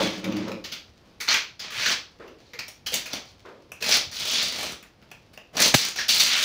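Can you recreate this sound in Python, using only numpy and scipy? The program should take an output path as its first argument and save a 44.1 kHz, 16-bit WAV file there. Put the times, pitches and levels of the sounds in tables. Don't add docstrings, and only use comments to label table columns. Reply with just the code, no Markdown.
import sys
import numpy as np
from scipy import signal
from scipy.fft import rfft, irfft
from scipy.io import wavfile

SR = 44100
rng = np.random.default_rng(int(sys.argv[2]) if len(sys.argv) > 2 else 0)


def materialize(psi):
    bounded = np.clip(np.atleast_2d(psi).T, -1, 1)
    quanta = np.round(bounded * 32767).astype(np.int16)
    wavfile.write(sys.argv[1], SR, quanta)


N = 284004
TIME = np.arange(N) / SR
RESPONSE_SIZE = 2048
HZ = np.fft.rfftfreq(RESPONSE_SIZE, 1 / SR)

# start, crest and end in seconds, rasp level at the crest in dB, swell
# before and fade after it in dB, then wall body, coarse grit and fine fizz in dB relative to the rasp.
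SWEEPS = [ (0, -0.024, 0.086, -29, 0.85, 7.1, 0, -3.5, -10.5),
          (0.09, 0.102, 0.21, -40, 1, 13, -6, -4.5, -12), (0.23, 0.397, 0.5, -47, 3.3, 1.8, 2, 0.5, -22),
          (1.274, 1.318, 1.39, -21.5, 8.7, 17, -24.5, -0.5, -16.5),
          (1.6, 1.613, 1.7, -39, 1, 4.78, -15, -3.5, -27),
          (1.702, 1.93, 1.94, -24.5, 14.9, 4.4, -18, -2.5, -12.5),
          (2.385, 2.46, 2.53, -62.5, 2.2, 1, -7, -7, -11), (2.913, 2.951, 3, -26, 20, 25, -13, -10.5, -8.5),
          (3.06, 3.076, 3.01, -39, 1, 4.1, -16, -2.5, -15),
          (3.101, 3.145, 3.194, -36.5, 4.7, 13, -6, -6, -18),
          (3.245, 3.28, 3.328, -54.5, 0.99, 7.1, -7, -6, -9),
          (3.804, 3.93, 3.984, -18.5, 27, 10, -15.5, -9, -9),
          (4.112, 4.38, 4.508, -25, 13.7, 6.4, -18.5, -11, -10.5),
          (4.511, 4.6, 4.75, -32.5, 1.3, 15.3, -9, -8, -7.5),
          (5.529, 5.584, 5.68, -35.5, 27, 1.1, 3, -1, -9.5),
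          (5.57, 5.637, 5.701, -18, 16, 9, -18.5, -11.5, -8.5),
          (5.748, 5.77, 5.9, -24.5, 1, 8, -21, -9.5, -8.5),
          (5.957, 5.985, 6.05, -28.5, 8.3, 11, -21, -8, -15),
          (6.081, 6.105, 6.28, -20.5, 1, 7.3, -23.5, -13.5, -9),
          (6.261, 6.35, 6.46, -23, 1.7, 18, -22, -5, -9), (6.418, 6.445, 6.5, -22.5, 9.8, 1, -18, -20, -3)]
# start in seconds, level in dB, contact time in seconds, ring pitch in Hz,
# then ring and fizz in dB relative to the level.
EDGE_TAPS = [ (.241, -33.5, 0.0084, 2300, -8, -18), (0.323, -32.5, 0.0019, 2650, 2.5, -19),
             (.366, -38.5, 0.0054, 3540, -4, -12), (0.481, -37.5, 0.0036, 3000, -3, -14),
             (0.517, -33.5, 0.0022, 2320, -1, -17), (.639, -36, .019, 2940, -3, -22),
             (.716, -34, 0.02, 3380, -26, -23), (1.201, -33, .023, 2240, -6.5, -8.5),
             (1.285, -26.5, 0.0064, 4230, 4, -21), (1.341, -17.5, 0.0031, 2540, 2.5, -10),
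             (1.593, -40.5, 0.015, 4900, 2.5, -9), (1.86, -24, 0.0077, 1720, -4, -19),
             (2.275, -56, 0.01, 2700, 3, -30), (2.533, -42.5, 0.01, 2070, -4.5, -38),
             (2.589, -30, 0.0078, 2270, -4, -20), (2.68, -40.5, 0.0067, 5400, -3.5, 1.5),
             (2.861, -30.5, 0.016, 3260, -2, -8.5), (2.939, -22, 0.0058, 5900, -4, 0.5),
             (3.056, -35.5, 0.013, 2380, -4.5, -11), (3.13, -31, 0.0078, 3600, -7, -8),
             (3.718, -43.5, 0.0021, 2600, 11, 6.5), (3.823, -27.5, 0.0047, 2480, -1, -9),
             (4.826, -54, 0.0063, 1800, -3.5, 2), (5.023, -59.5, 0.0047, 2600, -8, -17),
             (5.114, -45.5, .003, 2480, 6.5, -1.5), (5.332, -60.5, 0.01, 4670, 1, 2),
             (5.375, -42.5, 0.0018, 2640, 6.5, -7), (5.568, -23, 0.0035, 5750, -3, -9),
             (5.602, -20, 0.0015, 4400, -13, 5.5), (5.618, -19.5, 0.0074, 5620, -0.5, 1),
             (5.741, -17.5, 0.011, 5900, -6.5, -3.5), (5.96, -34.5, 0.0035, 4500, -10, -4),
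             (5.984, -30, .011, 1765, -0.5, -17), (6.087, -18, 0.014, 4380, -26, -11.5),
             (6.196, -15.5, 0.015, 4072, -20, -10)]
# frequency in Hz, spectral level in dB.
FRICTION_SPECTRUM = [(41, -54), (70, -20), (239, -8), (280, -13), (620, -10), (977, -16.5), (3410, 2),
                     (6020, -0.5), (8090, -13.5), (13300, -19.5), (14900, -15), (16000, -19.5)]
# frequency in Hz, bandwidth in Hz, level in dB above the friction.
BLADE_MODES = [(1300, 690, 5), (2260, 106, 5.5), (4310, 1140, 1), (5900, 190, -5), (15300, 210, 8.5)]
# frequency in Hz, bandwidth in Hz.
ZING_MODES = [(12300, 1000), (15100, 2100)]
CROSSOVERS_HZ = [900, 2500, 7500]
PRESSURE_SLOPES = [0.7, 0.66, 1, 0.6]
# relative level in a usual tap
# in dB, change in dB per dB harder, change in dB per doubling of the contact time.
TAP_LOW_BANDS = [(-13, -0.54, -5), (-6.5, -0.43, -1.5)]
# frequency in Hz, bandwidth in Hz, gain in dB.
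WALL_MODES = [(243, 9.5, 1.5), (617, 17, -10.5)]
# time in seconds, levels of the low and the high modes in dB.
TUB_ENVELOPE = [(0.0, -26, -15.5), (0.046, -29.5, -34.5), (0.221, -44.5, -48), (0.264, -28.5, -36.5),
                (0.454, -33.5, -47.5), (0.488, -34, -31.5), (0.58, -41.5, -46)]
# frequency in Hz, bandwidth in Hz, gain in dB.
TUB_MODES = [(115, 20, -14), (192, 21, 4.5), (229, 26, -1.5), (306.3, 23, 4.5), (450, 31, -0.5),
             (539.5, 36, 2.5), (648, 30, -9), (810, 420, -17)]
# start in seconds, pitch in Hz, level in dB.
HAND_BUMPS = [(1.773, 94, -44.5), (2.533, 490, -46.5), (2.57, 109, -54), (2.797, 90, -57),
              (2.92, 484, -39.5), (3.127, 221, -39), (3.812, 450, -38.5), (4.06, 84.5, -43.5),
              (4.205, 100, -46), (5.135, 111, -54), (5.544, 224, -41)]
# start in seconds, level in dB.
DISTANT_BLOWS = [(2.195, -42.5), (3.447, -43)]
# frequency in Hz, spectral level in dB.
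DISTANT_SPECTRUM = [(60, -44), (200, -21), (350, 0), (540, 0.5), (760, -17), (1000, -7), (1700, -12),
                    (2800, -21), (5000, -29.5), (10000, -50)]
# frequency in Hz, time to fall 60 dB in seconds.
DISTANT_DECAY = [(250, 0.97), (660, 0.62), (1740, 0.38), (5000, 0.75)]
# frequency in Hz, time to fall 60 dB in seconds, gain in dB.
ROOM_BANDS = [(150, 0.56, -1), (594, 0.41, 0), (1800, 0.29, 2.5), (4500, 0.35, -2), (9500, 0.2, 2.5),
              (14900, 0.3, -5.5)]
# frequency in Hz, spectral level in dB.
AIR_SPECTRUM = [(25, -7), (55, -6), (100, -9), (200, -8), (350, -11.5), (600, -14), (1000, -19.5),
                (2000, -25), (5000, -27), (8000, -44), (15500, -47)]


def strokes(swell_power=2.1, fade_power=2.6, rise_s=0.003, lift_s=0.013, edge_hz=4100, edge_db=-5):
    force = np.zeros((4, N))
    for start, crest, end, db, swell_db, fade_db, body, grit, fizz in SWEEPS:
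        t = np.arange(start, end, 1 / SR)
        before, after = np.interp(t, [start, crest], [1, 0]), np.interp(t, [crest, end], [0, 1])
        pressure_db = -swell_db * before ** swell_power - fade_db * after ** fade_power
        contact = np.clip(np.minimum((t - start) / rise_s, (end - t) / lift_s), 0, 1)
        mortar_db = np.array([[body], [grit], [0], [fizz]])
        add(force, start, contact * amp(db + mortar_db + np.outer(PRESSURE_SLOPES, pressure_db)))
    catching_db = np.outer([5, 0.66, 0.54, 4.94], wander(rate_hz=155))
    rocking_db = np.array([wander(rate_hz=13) for _ in force])
    sand = grains(per_s=6000, spread_db=[1.7, 4.05, 3.3, 1.17]) * amp(catching_db + rocking_db)
    sound = blade(force * sand / sand.std(axis=1, keepdims=True))
    sliding_hz = edge_hz * np.exp(0.28 * wander(rate_hz=5))
    return sound + amp(edge_db) * resonate(sound, sliding_hz, width_hz=800)


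def grains(per_s, spread_db):
    size = amp(np.outer(spread_db, np.minimum(rng.exponential(1, N), 6)))
    clicks = size * rng.choice([-1, 1], N) * (rng.random(N) < per_s / SR)
    return clicks / clicks.std(axis=1, keepdims=True)


def blade(forces):
    peaks = sum(amp(db) ** 2 / (1 + (2 * (HZ - hz) / width) ** 2) for hz, width, db in BLADE_MODES)
    colour = amp(spectrum_at(FRICTION_SPECTRUM, HZ)) * np.sqrt(1 + peaks)
    lowpasses = [1 / (1 + (HZ / edge) ** 10) for edge in CROSSOVERS_HZ]
    bands = np.sqrt(np.abs(np.diff(lowpasses, axis=0, prepend=0, append=1)))
    return sum(signal.oaconvolve(force, impulse(colour * band))[:N] for force, band in zip(forces, bands))


def taps(usual_db=-30, usual_contact_s=0.007, ring_width_hz=240, overtone_ratio=1.32):
    force, clinks = np.zeros((4, N)), np.zeros(N)
    t = np.arange(2 * RESPONSE_SIZE) / SR
    for start, db, contact_s, hz, ring_db, fizz in EDGE_TAPS:
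        harder_db = db - usual_db
        body, grit = np.dot(TAP_LOW_BANDS, [1, harder_db, np.log2(contact_s / usual_contact_s)])
        contact = (1 - np.exp(-t / (0.26 * contact_s))) * np.exp(-t / contact_s)
        crush = unit_rms(rng.standard_normal(len(t)) * amp(4.4 * rng.standard_normal(len(t)))) * contact
        add(force, start, amp(db + 5 + np.array([[body], [grit], [0], [fizz]])) * crush)
        low, high = (steep_mode(crush, f, ring_width_hz, skirt=6) for f in (hz, overtone_ratio * hz))
        ring = amp(db + ring_db + 7.5) * unit_rms(low + amp(-10) * high)
        zing = unit_rms(sum(resonate(crush, f, width) for f, width in ZING_MODES))
        add(clinks, start, crush.std() * (ring + amp(-42 + 0.74 * harder_db) * zing))
    return blade(force) + clinks


def wall_hum(drive):
    return sum(amp(db) * resonate(drive, hz, width) for hz, width, db in WALL_MODES)


def knock(crack_at_s=5.7412, crack_db=-10, crack_s=0.01, thud_at_s=5.7485, thud_gain=3.423):
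    out, t = np.zeros(N), np.arange(RESPONSE_SIZE) / SR
    bright_db = spectrum_at([(100, 1.5), (700, 7), (2500, 6), (6000, 0), (9000, -15), (15000, -25)], HZ)
    dull_db = spectrum_at([(35, -35), (120, 1.5), (300, -4.5), (500, -11), (2500, -54)], HZ)
    crack = unit_rms(signal.fftconvolve(rng.standard_normal(len(t)), impulse(amp(bright_db)))[:len(t)])
    add(out, crack_at_s, amp(crack_db) * crack * np.exp(-(t / crack_s) ** 2))
    add(out, thud_at_s, thud_gain * impulse(amp(dull_db)))
    return out


def tub(slip_hz=108, jitter=0.0993, rough=0.41, gain_db=-1, split_hz=400, release_db_per_s=130):
    times, low_db, high_db = np.transpose(TUB_ENVELOPE)
    cycles = np.cumsum(slip_hz * (1 + jitter * wander(rate_hz=64.6))) / SR
    slips = unit_rms(np.diff(np.floor(cycles), prepend=0))
    jolts = (1 - rough) * slips + rough * rng.standard_normal(N)
    release_db = release_db_per_s * np.maximum(TIME - times[-1], 0)
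    out = np.zeros(N)
    for level_db, is_low in ((low_db, True), (high_db, False)):
        ring = sum(amp(db) * steep_mode(jolts, hz, width, skirt=5)
                   for hz, width, db in TUB_MODES if (hz < split_hz) == is_low)
        out += unit_rms(ring) * amp(gain_db + np.interp(TIME, times, level_db) - release_db)
    return out


def bumps(width_hz=80, swell_s=0.015):
    out, t = np.zeros(N), np.arange(4 * RESPONSE_SIZE) / SR
    swell = t / swell_s * np.exp(1 - t / swell_s)
    for start, hz, db in HAND_BUMPS:
        rumble = steep_mode(rng.standard_normal(2 * len(t)), hz, width_hz, skirt=2)[len(t):]
        add(out, start, amp(db) * unit_rms(rumble * swell) * swell.std())
    return out


def crumbs(level_db=-69):
    bands_db = np.array([[-20], [-5], [0], [-10]])
    return blade(amp(level_db + bands_db) * grains(per_s=35, spread_db=[2.2]))


def distant_blows(rise_s=0.0064, hold_s=0.037, frame=256):
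    out, t = np.zeros(N), np.arange(SR) / SR
    for start, db in DISTANT_BLOWS:
        hz, age, noise = signal.stft(rng.standard_normal(SR), SR, nperseg=frame)
        colour = unit_rms(amp(spectrum_at(DISTANT_SPECTRUM, hz)))[:, None]
        decay = amp(-60 * np.maximum(age - hold_s, 0) / spectrum_at(DISTANT_DECAY, hz)[:, None])
        tail = signal.istft(noise * colour * decay, SR, nperseg=frame)[1][:SR]
        add(out, start, amp(db) * np.minimum(t / rise_s, 1) * tail)
    return out


def reverberation(x, frame=256):
    hop = frame // 4
    framing = dict(fs=SR, nperseg=frame, noverlap=frame - hop)
    hz, _, bands = signal.stft(x, **framing)
    t60, gain_db = (spectrum_at(np.array(ROOM_BANDS)[:, [0, column]], hz) for column in (1, 2))
    retained = amp(-120 * hop / SR / t60)
    energy = np.array([signal.lfilter([0, 1 - k], [1, -k], abs(z) ** 2) for k, z in zip(retained, bands)])
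    diffuse = signal.stft(rng.standard_normal(N), **framing)[2]
    diffuse *= np.sqrt(energy) * amp(gain_db)[:, None] / diffuse.std()
    return signal.istft(diffuse, **framing)[1][:N]


def echoes(x, t60_s=0.32, per_s=4000, top_hz=7000):
    mirrored = signal.sosfilt(signal.butter(3, top_hz, fs=SR, output="sos"), x)
    response = rng.standard_normal(SR) * (rng.random(SR) < per_s / SR) * amp(-60 * TIME[:SR] / t60_s)
    return signal.fftconvolve(mirrored, response / np.linalg.norm(response))[:N]


def ambience(air_db=-57.5, rumble_db=-64):
    colour = amp(spectrum_at(AIR_SPECTRUM, np.fft.rfftfreq(N, 1 / SR)))
    air = irfft(rfft(rng.standard_normal(N)) * colour, N)
    rumble = steep_mode(rng.standard_normal(N), hz=85, width_hz=55, skirt=1)
    swell, lumps = amp(1.5 * wander(rate_hz=4)), amp(4 * wander(rate_hz=7))
    return amp(air_db) * unit_rms(air * swell) + amp(rumble_db) * unit_rms(rumble * lumps)


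def amp(db):
    return 10 ** (np.asarray(db) / 20)


def unit_rms(x):
    return x / np.sqrt(np.mean(x ** 2) + 1e-20)


def spectrum_at(points, hz):
    f, value = np.transpose(points)
    return np.interp(np.log(hz + 1), np.log(f + 1), value)


def add(mix, start_s, sound):
    part = mix[..., max(round(start_s * SR), 0):][..., :sound.shape[-1]]
    part += sound[..., :part.shape[-1]]


def wander(rate_hz):
    f = np.fft.rfftfreq(N, 1 / SR)
    return unit_rms(irfft(rfft(rng.standard_normal(N)) / (1 + (f / rate_hz) ** 4), N))


def resonate(x, hz, width_hz):
    phasor = np.exp(2j * np.pi * np.cumsum(hz * np.ones(len(x))) / SR)
    pole = np.exp(-np.pi * width_hz / SR)
    return 2 * (phasor * signal.lfilter([1 - pole], [1, -pole], x / phasor + 1e-18)).real


def steep_mode(x, hz, width_hz, skirt):
    return resonate(resonate(x, hz, width_hz), hz, skirt * width_hz)


def impulse(gain):
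    log_gain = np.log(np.maximum(np.r_[gain, gain[-2:0:-1]] / gain.max(), 1e-5))
    response = np.fft.ifft(np.exp(np.conj(signal.hilbert(log_gain)))).real
    return response / np.linalg.norm(response)


def scene(echo_share=0.36):
    scraping, tapping, judder = strokes() + crumbs(), taps(), tub()
    hum = wall_hum(scraping + tapping)
    direct = amp(-5) * scraping + amp(-0.43) * tapping + amp(2.5) * judder + hum + knock()
    incident = amp(-4) * scraping + amp(0.14) * tapping + amp(-18) * judder
    reflected = np.sqrt(1 - echo_share) * reverberation(incident) + np.sqrt(echo_share) * echoes(incident)
    return (direct + reflected + distant_blows() + bumps() + ambience())[None]


def record(dry, low_cut_hz=38, ceiling=0.9, top_hz=15700):
    thinned = signal.sosfilt(signal.butter(2, low_cut_hz, "high", fs=SR, output="sos"), dry)
    rounded = thinned / (1 + np.abs(thinned / ceiling) ** 4) ** (1 / 4)
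    lowpass = signal.firwin(511, top_hz, window=("kaiser", 9), fs=SR)
    return signal.oaconvolve(rounded, lowpass[None], "same")


dry = scene()
out = record(dry)
materialize(out)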